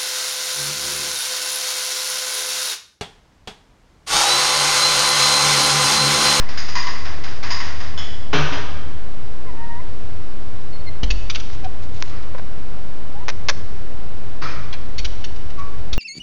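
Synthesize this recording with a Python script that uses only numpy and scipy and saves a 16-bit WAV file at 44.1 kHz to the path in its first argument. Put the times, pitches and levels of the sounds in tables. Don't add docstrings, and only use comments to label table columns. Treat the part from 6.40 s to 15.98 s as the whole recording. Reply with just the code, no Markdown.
import sys
import numpy as np
from scipy import signal
from scipy.fft import rfft, irfft
from scipy.io import wavfile

SR = 44100
rng = np.random.default_rng(int(sys.argv[2]) if len(sys.argv) > 2 else 0)


def store_pcm(level_fs):
    pcm = np.round(np.clip(level_fs, -1, 1) * 32767).astype(np.int16)
    wavfile.write(sys.argv[1], SR, np.atleast_2d(pcm).T)


N = 422478
TIME = np.arange(N) / SR

# [start_s, pitch_hz, level_db]
LONG_WHINE = [(3.05, 1112, -48), (3.092, 1012, -43), (3.116, 937.8, -49), (3.128, 942, -51),
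              (3.15, 873, -49.5), (3.204, 923, -39.5), (3.38, 938, -39.5), (3.402, 1040, -40),
              (3.418, 1015, -49)]
# [start_s, length_s, pitch_hz, glide_octaves, level_db, octave_db, echo_db]
SHORT_WHINES = [(4.317, .055, 2180, -0.057, -56.5, 9, -12), (4.39, 0.028, 2150, 0, -65, 15, -12),
                (4.457, 0.039, 2120, -.04, -40, -1.5, -11), (5.235, .036, 741, 0.014, -29, -23, -19),
                (6.738, .11, 746, .5, -43, -18, -15), (9.169, 0.0615, 1118, 0.0091, -34.5, -17, -5)]
WHINE_ATTACK_S, WHINE_RELEASE_S, WHINE_FLUTTER_DB = 0.018, 0.0063, 1.5
SWOOP_HZ, SWOOP_S = 110, 0.0074
LONG_WHINE_OCTAVE_DB, LONG_WHINE_ECHO_DB = -8.5, -11.5

# [start_s, level_db, ring_hz, tilt_db_per_octave]
CLAW_TAPS = [(4.631, -25, 3060, 2), (4.7027, -18.5, 2550, 3.5), (4.8972, -19.5, 3080, 2),
             (4.946, -23.5, 2960, 2.5), (4.954, -22, 2700, 0), (4.997, -30.5, 2860, 2.5),
             (5.241, -35.5, 2510, 0.5), (8.326, -30.5, 3330, -1.5), (8.336, -31.5, 2400, -3.5),
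             (8.58, -25.5, 4420, 4), (8.587, -25, 2370, 4), (8.6454, -22, 2900, 3), (8.84, -26, 3070, 4),
             (8.959, -41, 2900, 9), (9.099, -40, 2820, 2), (9.187, -39.5, 2510, 5),
             (9.5287, -20.5, 3890, 3.5)]
# [frequency_hz, level_db]
CLAW_COLOUR = [(150, -35.5), (500, -20), (900, -10), (1450, -2.5), (1800, -4), (2350, -1), (3100, -1),
               (4000, -2.5), (4600, -7), (5900, -7.5), (7000, -19.5)]
# [frequency_hz, level_db, t60_s]
GLASS_MODES = [(2320, -1, .1), (3040, -4.5, .1), (3780, -9.5, .1), (4420, 5.5, .1), (4990, -1, .1),
               (5830, -13, .08), (6300, -7, .08)]
CLAW_ATTACK_S, SKID_S = 0.0022, 0.012
CLAW_RING_DB, GLASS_RING_DB = -5, -14

# [start_s, push_db]
PANE_PUSHES = [(4.632, -13), (4.704, -16), (8.586, -23.5), (8.651, -21), (9.529, -19)]
# [frequency_hz, level_db]
THUD_COLOUR = [(60, 2), (140, -7), (300, -12.5), (600, -20.5), (2000, -45)]
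THUD_DB = 3.5

# [centre_s, level_db, half_length_s]
PAW_SLIDES = [(5.14, -41, .02), (5.44, -47.5, 0.022), (5.577, -46, 0.048), (5.672, -43.5, 0.055),
              (5.83, -47, 0.012)]
# [frequency_hz, level_db]
SLIDE_COLOUR = [(500, -19), (2000, -1), (3300, -0.5), (5000, -1.5), (7000, -7)]

# [start_s, level_db, tilt_db_per_octave, plate_ring_db]
DISH_CLINKS = [(0.0, -37, -2.5, -4.5), (0.088, -34.5, 0, -13), (0.174, -30.5, 2, -19),
               (0.284, -33.5, 1, -17), (0.353, -27, 2, -1.5), (0.468, -31.5, 1, -2),
               (0.653, -33, -1.5, -18), (0.837, -33.5, 0, -18.5), (1.028, -29.5, -0.5, -12),
               (1.104, -29, 2.35, -5.5), (1.202, -30, -1, -10), (1.402, -34.5, -0.5, -10.5)]
# [frequency_hz, level_db]
DISH_COLOUR = [(240, -46.5), (400, -15), (462, -27.5), (737, -4), (830, -10), (1060, -6.5), (1360, -6),
               (1990, -3), (2240, -7.5), (3760, -11.5), (4390, -12.5), (4950, -7), (7000, -22.5),
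               (9100, -44), (15400, -120)]
# [frequency_hz, level_db, t60_s]
PLATE_MODES = [(985, -1.5, 0.58), (1085, -3, 1), (1173, -7, 0.53), (1690, -10, 0.68), (1855, -5, 0.81),
               (2030, -2.5, 0.69), (2434, -11, .6)]
# [frequency_hz, level_db, t60_s]
CUTLERY_MODES = [(4700, -8, 1), (4937, 2, 0.57), (5070, -2, 0.41), (5050, -12, .55), (6610, -11, .5),
                 (6646, -11, 0.29)]
# [frequency_hz, level_db, t60_s]
BOWL_MODES = [(3050, 0.5, 0.85), (3330, -0.5, 1), (3440, -3.5, 0.65), (5160, -6, 0.95), (5330, -5, 0.47),
              (6670, -12, 0.53), (6780, -16.5, 0.91)]
CLINK_RISE_S = 0.00064
CUTLERY_DB, CUTLERY_DB_PER_TILT = -15, 5.5
BOWL_S, BOWL_DB = 1.576, -36
JINGLE_S, JINGLE_DB = 2.13, -41.5

# [start_s, level_db]
DOOR_BANGS = [(1.928, -19), (1.9476, -23.5), (2.121, -27.5)]
# [frequency_hz, level_db]
DOOR_COLOUR = [(60, -21), (110, -9.5), (150, -1), (210, -18), (300, -10), (450, -10.5), (700, -12),
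               (1250, -8), (2000, -13), (3100, -13), (4500, -22), (6000, -22.5), (7000, -36.5)]
# [frequency_hz, level_db, t60_s]
DOOR_MODES = [(147, 1.5, .77), (285.3, 5.5, 0.6), (413, 6, 0.46), (590, -5, 1.2), (755, -4, 0.9),
              (965, 4.5, 0.77), (1226, -2, 1.06), (1514, -4, 1.3), (1610, -7, 1.4), (1822, -9, 1.5),
              (2306, -9.5, 1.4), (2640, 1, 0.6), (3182, -3.5, 1.1), (4084, -3.5, 0.64), (4931, -15, 1)]
BOOM_HZ, BOOM_DB, BOOM_RISE_S, BOOM_T60_S = 147.5, -12, 0.024, 0.51

# [start_s, level_db, rise_s]
DISTANT_KNOCKS = [(5.69, -37, 0.027), (8.015, -26.5, 0.0046), (8.045, -32, 0.0088), (9.178, -42.5, .003)]
# [frequency_hz, level_db]
KNOCK_COLOUR = [(70, -23.5), (145, -1), (190, -24.5), (400, -19.5), (850, -21.5), (1300, -12.5),
                (1650, -19.5), (2350, -20.5), (2900, -27), (4300, -28.5), (4650, -27.5), (5300, -33.5),
                (6000, -31.5), (7000, -45)]
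# [frequency_hz, level_db, t60_s]
KNOCK_MODES = [(1180, 2, 1), (1320, 2.5, 0.75), (1900, -2, .8), (2380, -2.5, 1), (4600, -6, .6),
               (5000, -11.5, 0.65), (5200, -3.5, .7)]

# [start_s, snap_peak_db, tilt_db_per_octave, creak_length_s]
CASE_CLICKS = [(5.102, -24.5, -2, 0), (5.6247, -5.5, 2, 0), (5.948, -24.5, -9.5, .01),
               (5.982, -25.5, -4, .006), (5.996, -24, -8.5, .003), (6.883, -9, -0.5, .006),
               (6.89, -9.5, 1.5, .003), (6.8994, -10, -1, .003), (7.086, -2, 1.5, .016),
               (7.110, -17, -2, .003)]
# [frequency_hz, level_db]
CASE_COLOUR = [(120, -80.5), (200, -36), (584, -5.5), (752, -12.5), (1040, -1), (1190, -8.5), (1580, -4),
               (1750, -7), (2580, -7), (2910, -13.5), (3530, -11), (5860, -11.5), (7000, -25), (9100, -33),
               (15400, -120)]
SLIP_GAP_S = 0.004
SLIP_DB, SLIP_SCATTER_DB = -4.5, 1.5
RATTLE_DB, RATTLE_T60_S = -13, 0.031

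# [time_s, level_db]
MOTOR_LEVEL = [(0, -37), (1.2, -34.5), (2.45, -31), (2.65, -48), (9.58, -55)]
# [frequency_hz, level_db]
AIR_COLOUR = [(65, -32), (110, 0.5), (118, -3), (145, -3.5), (334, -7), (594, -11), (636, -11.5),
              (949, -15), (1150, -15.5), (1370, -18), (5580, -29), (7000, -39), (9100, -73.5),
              (15400, -120)]
# [frequency_hz, level_db]
RUMBLE_COLOUR = [(10, -9), (25, -3), (42, -4), (55, -4.5), (72, -6.5), (95, -3.5), (125, -22), (200, -36),
                 (1000, -89.5)]
# [time_s, level_db]
RUMBLE_LEVEL = [(0, -40), (4.4, -34), (5.0, -30), (6.2, -35.5), (8.2, -34), (9.58, -33)]
AIR_DB = -39.5

RAIL_LOW, RAIL_HIGH, BIAS = -0.42, 1.1, -0.4044
TOP_HZ = 7080


def undb(db):
    return 10 ** (np.asarray(db) / 20)


def unit(x):
    return x / np.sqrt(np.mean(x ** 2))


def seconds(length):
    return np.arange(int(length * SR)) / SR


def add(out, start_s, x):
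    i = max(int(start_s * SR), 0)
    out[i:i + len(x)] += x[:max(len(out) - i, 0)]


def gains(colour, size, tilt_db=0):
    octave = np.log2(np.fft.rfftfreq(size, 1 / SR) + 1)
    hz, db = np.transpose(colour)
    tilt = tilt_db * np.clip(octave - np.log2(2500), -2, 2)
    return undb(np.interp(octave, np.log2(hz), db) + tilt)


def noise(colour, size, tilt_db=0):
    white = rfft(rng.standard_normal(size))
    return unit(irfft(white * gains(colour, size, tilt_db), size))


def band(hz, width_hz, size):
    f = np.fft.rfftfreq(size, 1 / SR)
    white = rfft(rng.standard_normal(size))
    return unit(irfft(white / (1 + (2 * (f - hz) / width_hz) ** 2), size))


def fade(t, t60):
    return np.exp(-np.log(1000) * t / t60)


def ring(modes, t, width_hz):
    return sum(undb(db) * band(hz, width_hz, len(t)) * fade(t, t60) for hz, db, t60 in modes)


def room(x, wet_db, t60):
    t = seconds(0.8)
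    build = 1 - np.exp(-t / 0.015)
    tail = noise([(200, 8.0), (2500, -1), (7000, 0)], len(t)) * fade(t, t60) * build
    echo = signal.fftconvolve(x, tail / np.linalg.norm(tail))[:N]
    return x + undb(wet_db) * echo


def whistle(hz, db, octave_db):
    t = np.arange(len(hz)) / SR
    unsteady_hz = hz * (1 + 0.01 * band(0, 150, len(t)))
    phase = 2 * np.pi * np.cumsum(unsteady_hz) / SR
    tone = np.sin(phase) + undb(octave_db) * np.sin(2 * phase)
    gate = np.clip(np.minimum(t / WHINE_ATTACK_S, (t[-1] - t) / WHINE_RELEASE_S), 0, 1)
    level = undb(db + WHINE_FLUTTER_DB * band(0, 90, len(t)))
    return np.sqrt(2) * tone * gate * level


def whines():
    direct, send = np.zeros(N), np.zeros(N)
    s, hz, db = np.transpose(LONG_WHINE)
    t = s[0] + seconds(s[-1] - s[0])
    call = whistle(np.interp(t, s, hz), np.interp(t, s, db), LONG_WHINE_OCTAVE_DB)
    add(direct, s[0], call)
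    add(send, s[0], undb(LONG_WHINE_ECHO_DB) * call)
    for start_s, length, hz, glide, db, octave_db, echo_db in SHORT_WHINES:
        t = seconds(length)
        pitch = hz * 2 ** (glide * t / length) + SWOOP_HZ * np.exp(-t / SWOOP_S)
        call = whistle(pitch, db, octave_db)
        add(direct, start_s, call)
        add(send, start_s, undb(echo_db) * call)
    echo = room(send, wet_db=0, t60=0.6) - send
    return direct + echo


def claws():
    out, t = np.zeros(N), seconds(0.1)
    shape = (1 - np.exp(-t / CLAW_ATTACK_S)) * np.exp(-(t / SKID_S) ** 1.53)
    for start_s, db, hz, tilt_db in CLAW_TAPS:
        scrape = noise(CLAW_COLOUR, len(t), tilt_db)
        claw_ring = undb(CLAW_RING_DB) * band(hz, 260, len(t))
        glass_ring = undb(GLASS_RING_DB) * ring(GLASS_MODES, t, width_hz=130)
        grit = undb(1.66 * band(0, 700, len(t)))
        tap = undb(db) * (scrape + claw_ring + glass_ring) * grit * shape
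        add(out, start_s, tap)
        add(out, start_s + rng.uniform(0.0008, 0.0014), 0.45 * tap)
    return room(out, wet_db=-9.5, t60=0.91)


def pane():
    out, t = np.zeros(N), seconds(0.9)
    swing = np.sin(2 * np.pi * 43 * t) * fade(t, 0.5)
    swing += undb(-12) * np.sin(2 * np.pi * 29 * t) * fade(t, 0.7)
    for start_s, db in PANE_PUSHES:
        push = undb(db)
        thud = undb(THUD_DB) * noise(THUD_COLOUR, len(t)) * fade(t, 0.34)
        add(out, start_s, push * swing + push ** 2 * thud)
    return out


def slides():
    pressure = sum(undb(db) * np.exp(-((TIME - s) / half) ** 2) for s, db, half in PAW_SLIDES)
    roughness = undb(2.5 * band(0, 200, N))
    return pressure * noise(SLIDE_COLOUR, N) * roughness


def dishes():
    out, t = np.zeros(N), seconds(0.92)
    contact = fade(t, 0.98) + 0.36 * fade(t, 0.071)
    build = 1 - np.exp(-t / CLINK_RISE_S)
    for start_s, db, tilt_db, plate_db in DISH_CLINKS:
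        clatter = noise(DISH_COLOUR, len(t), tilt_db) * contact
        plate = undb(plate_db) * ring(PLATE_MODES, t, width_hz=88)
        cutlery_db = CUTLERY_DB + CUTLERY_DB_PER_TILT * tilt_db
        cutlery = undb(cutlery_db) * ring(CUTLERY_MODES, t, width_hz=100)
        add(out, start_s, undb(db) * (clatter + plate + cutlery) * build)
    bowl = ring(BOWL_MODES, t, width_hz=140)
    bowl += undb(3.0) * noise(DISH_COLOUR, len(t), tilt_db=-0.5) * fade(t, 1.0)
    add(out, BOWL_S, undb(BOWL_DB) * bowl)
    jingle = ring(CUTLERY_MODES, t, width_hz=90) * build
    add(out, JINGLE_S, undb(JINGLE_DB) * jingle)
    return out


def door():
    out, t = np.zeros(N), seconds(0.98)
    build = 1 - np.exp(-t / 0.007)
    for start_s, db in DOOR_BANGS:
        crash = noise(DOOR_COLOUR, len(t)) * (fade(t, 1.0) + 1.9 * fade(t, 0.051))
        panel = undb(-12.5) * ring(DOOR_MODES, t, width_hz=22)
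        add(out, start_s, undb(db) * (crash + panel) * build)
    boom = np.sin(2 * np.pi * BOOM_HZ * t) * fade(t, BOOM_T60_S) * (1 - np.exp(-t / BOOM_RISE_S))
    add(out, DOOR_BANGS[0][0], undb(BOOM_DB) * boom)
    return out


def knocks():
    out, t = np.zeros(N), seconds(0.77)
    for start_s, db, rise_s in DISTANT_KNOCKS:
        knock = noise(KNOCK_COLOUR, len(t)) * fade(t, 0.94)
        knock += undb(-14) * ring(KNOCK_MODES, t, width_hz=70)
        add(out, start_s, undb(db) * knock * (1 - np.exp(-t / rise_s)))
    return out


def snap(tilt_db, size):
    cepstrum = irfft(np.log(gains(CASE_COLOUR, size, tilt_db)))
    x = irfft(np.exp(rfft(2 * cepstrum[:size // 2], size)))
    return x / np.abs(x).max()


def case():
    out, t = np.zeros(N), np.arange(2048) / SR
    for start_s, db, tilt_db, length in CASE_CLICKS:
        click = snap(tilt_db, size=len(t))
        add(out, start_s, undb(db) * click)
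        for lag in np.arange(0, length, SLIP_GAP_S):
            rattle = undb(RATTLE_DB) * noise(CASE_COLOUR, len(t), tilt_db) * fade(t, RATTLE_T60_S)
            slip = undb(SLIP_DB + SLIP_SCATTER_DB * rng.standard_normal()) * click
            add(out, start_s + lag, undb(db) * rattle)
            add(out, start_s + lag + SLIP_GAP_S * rng.uniform(0.5, 1), undb(db) * slip)
    return room(out, wet_db=-20, t60=0.78)


def background():
    air = undb(AIR_DB) * noise(AIR_COLOUR, N)
    rumble = undb(np.interp(TIME, *np.transpose(RUMBLE_LEVEL))) * noise(RUMBLE_COLOUR, N)
    motor = np.sin(2 * np.pi * 75.2 * TIME) + 0.24 * band(71, 20, N)
    hum = motor * undb(np.interp(TIME, *np.transpose(MOTOR_LEVEL)))
    return air + rumble + hum


def scene():
    dog = whines() + claws() + pane() + slides()
    house = dishes() + door() + knocks()
    return (dog + house + case() + background())[None]


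def record(dry):
    clipped = np.clip(dry, RAIL_LOW, RAIL_HIGH)
    low_pass = signal.ellip(12, 0.2, 80, TOP_HZ, fs=SR, output="sos")
    return BIAS + signal.sosfilt(low_pass, clipped)


dry = scene()
out = record(dry)
store_pcm(out)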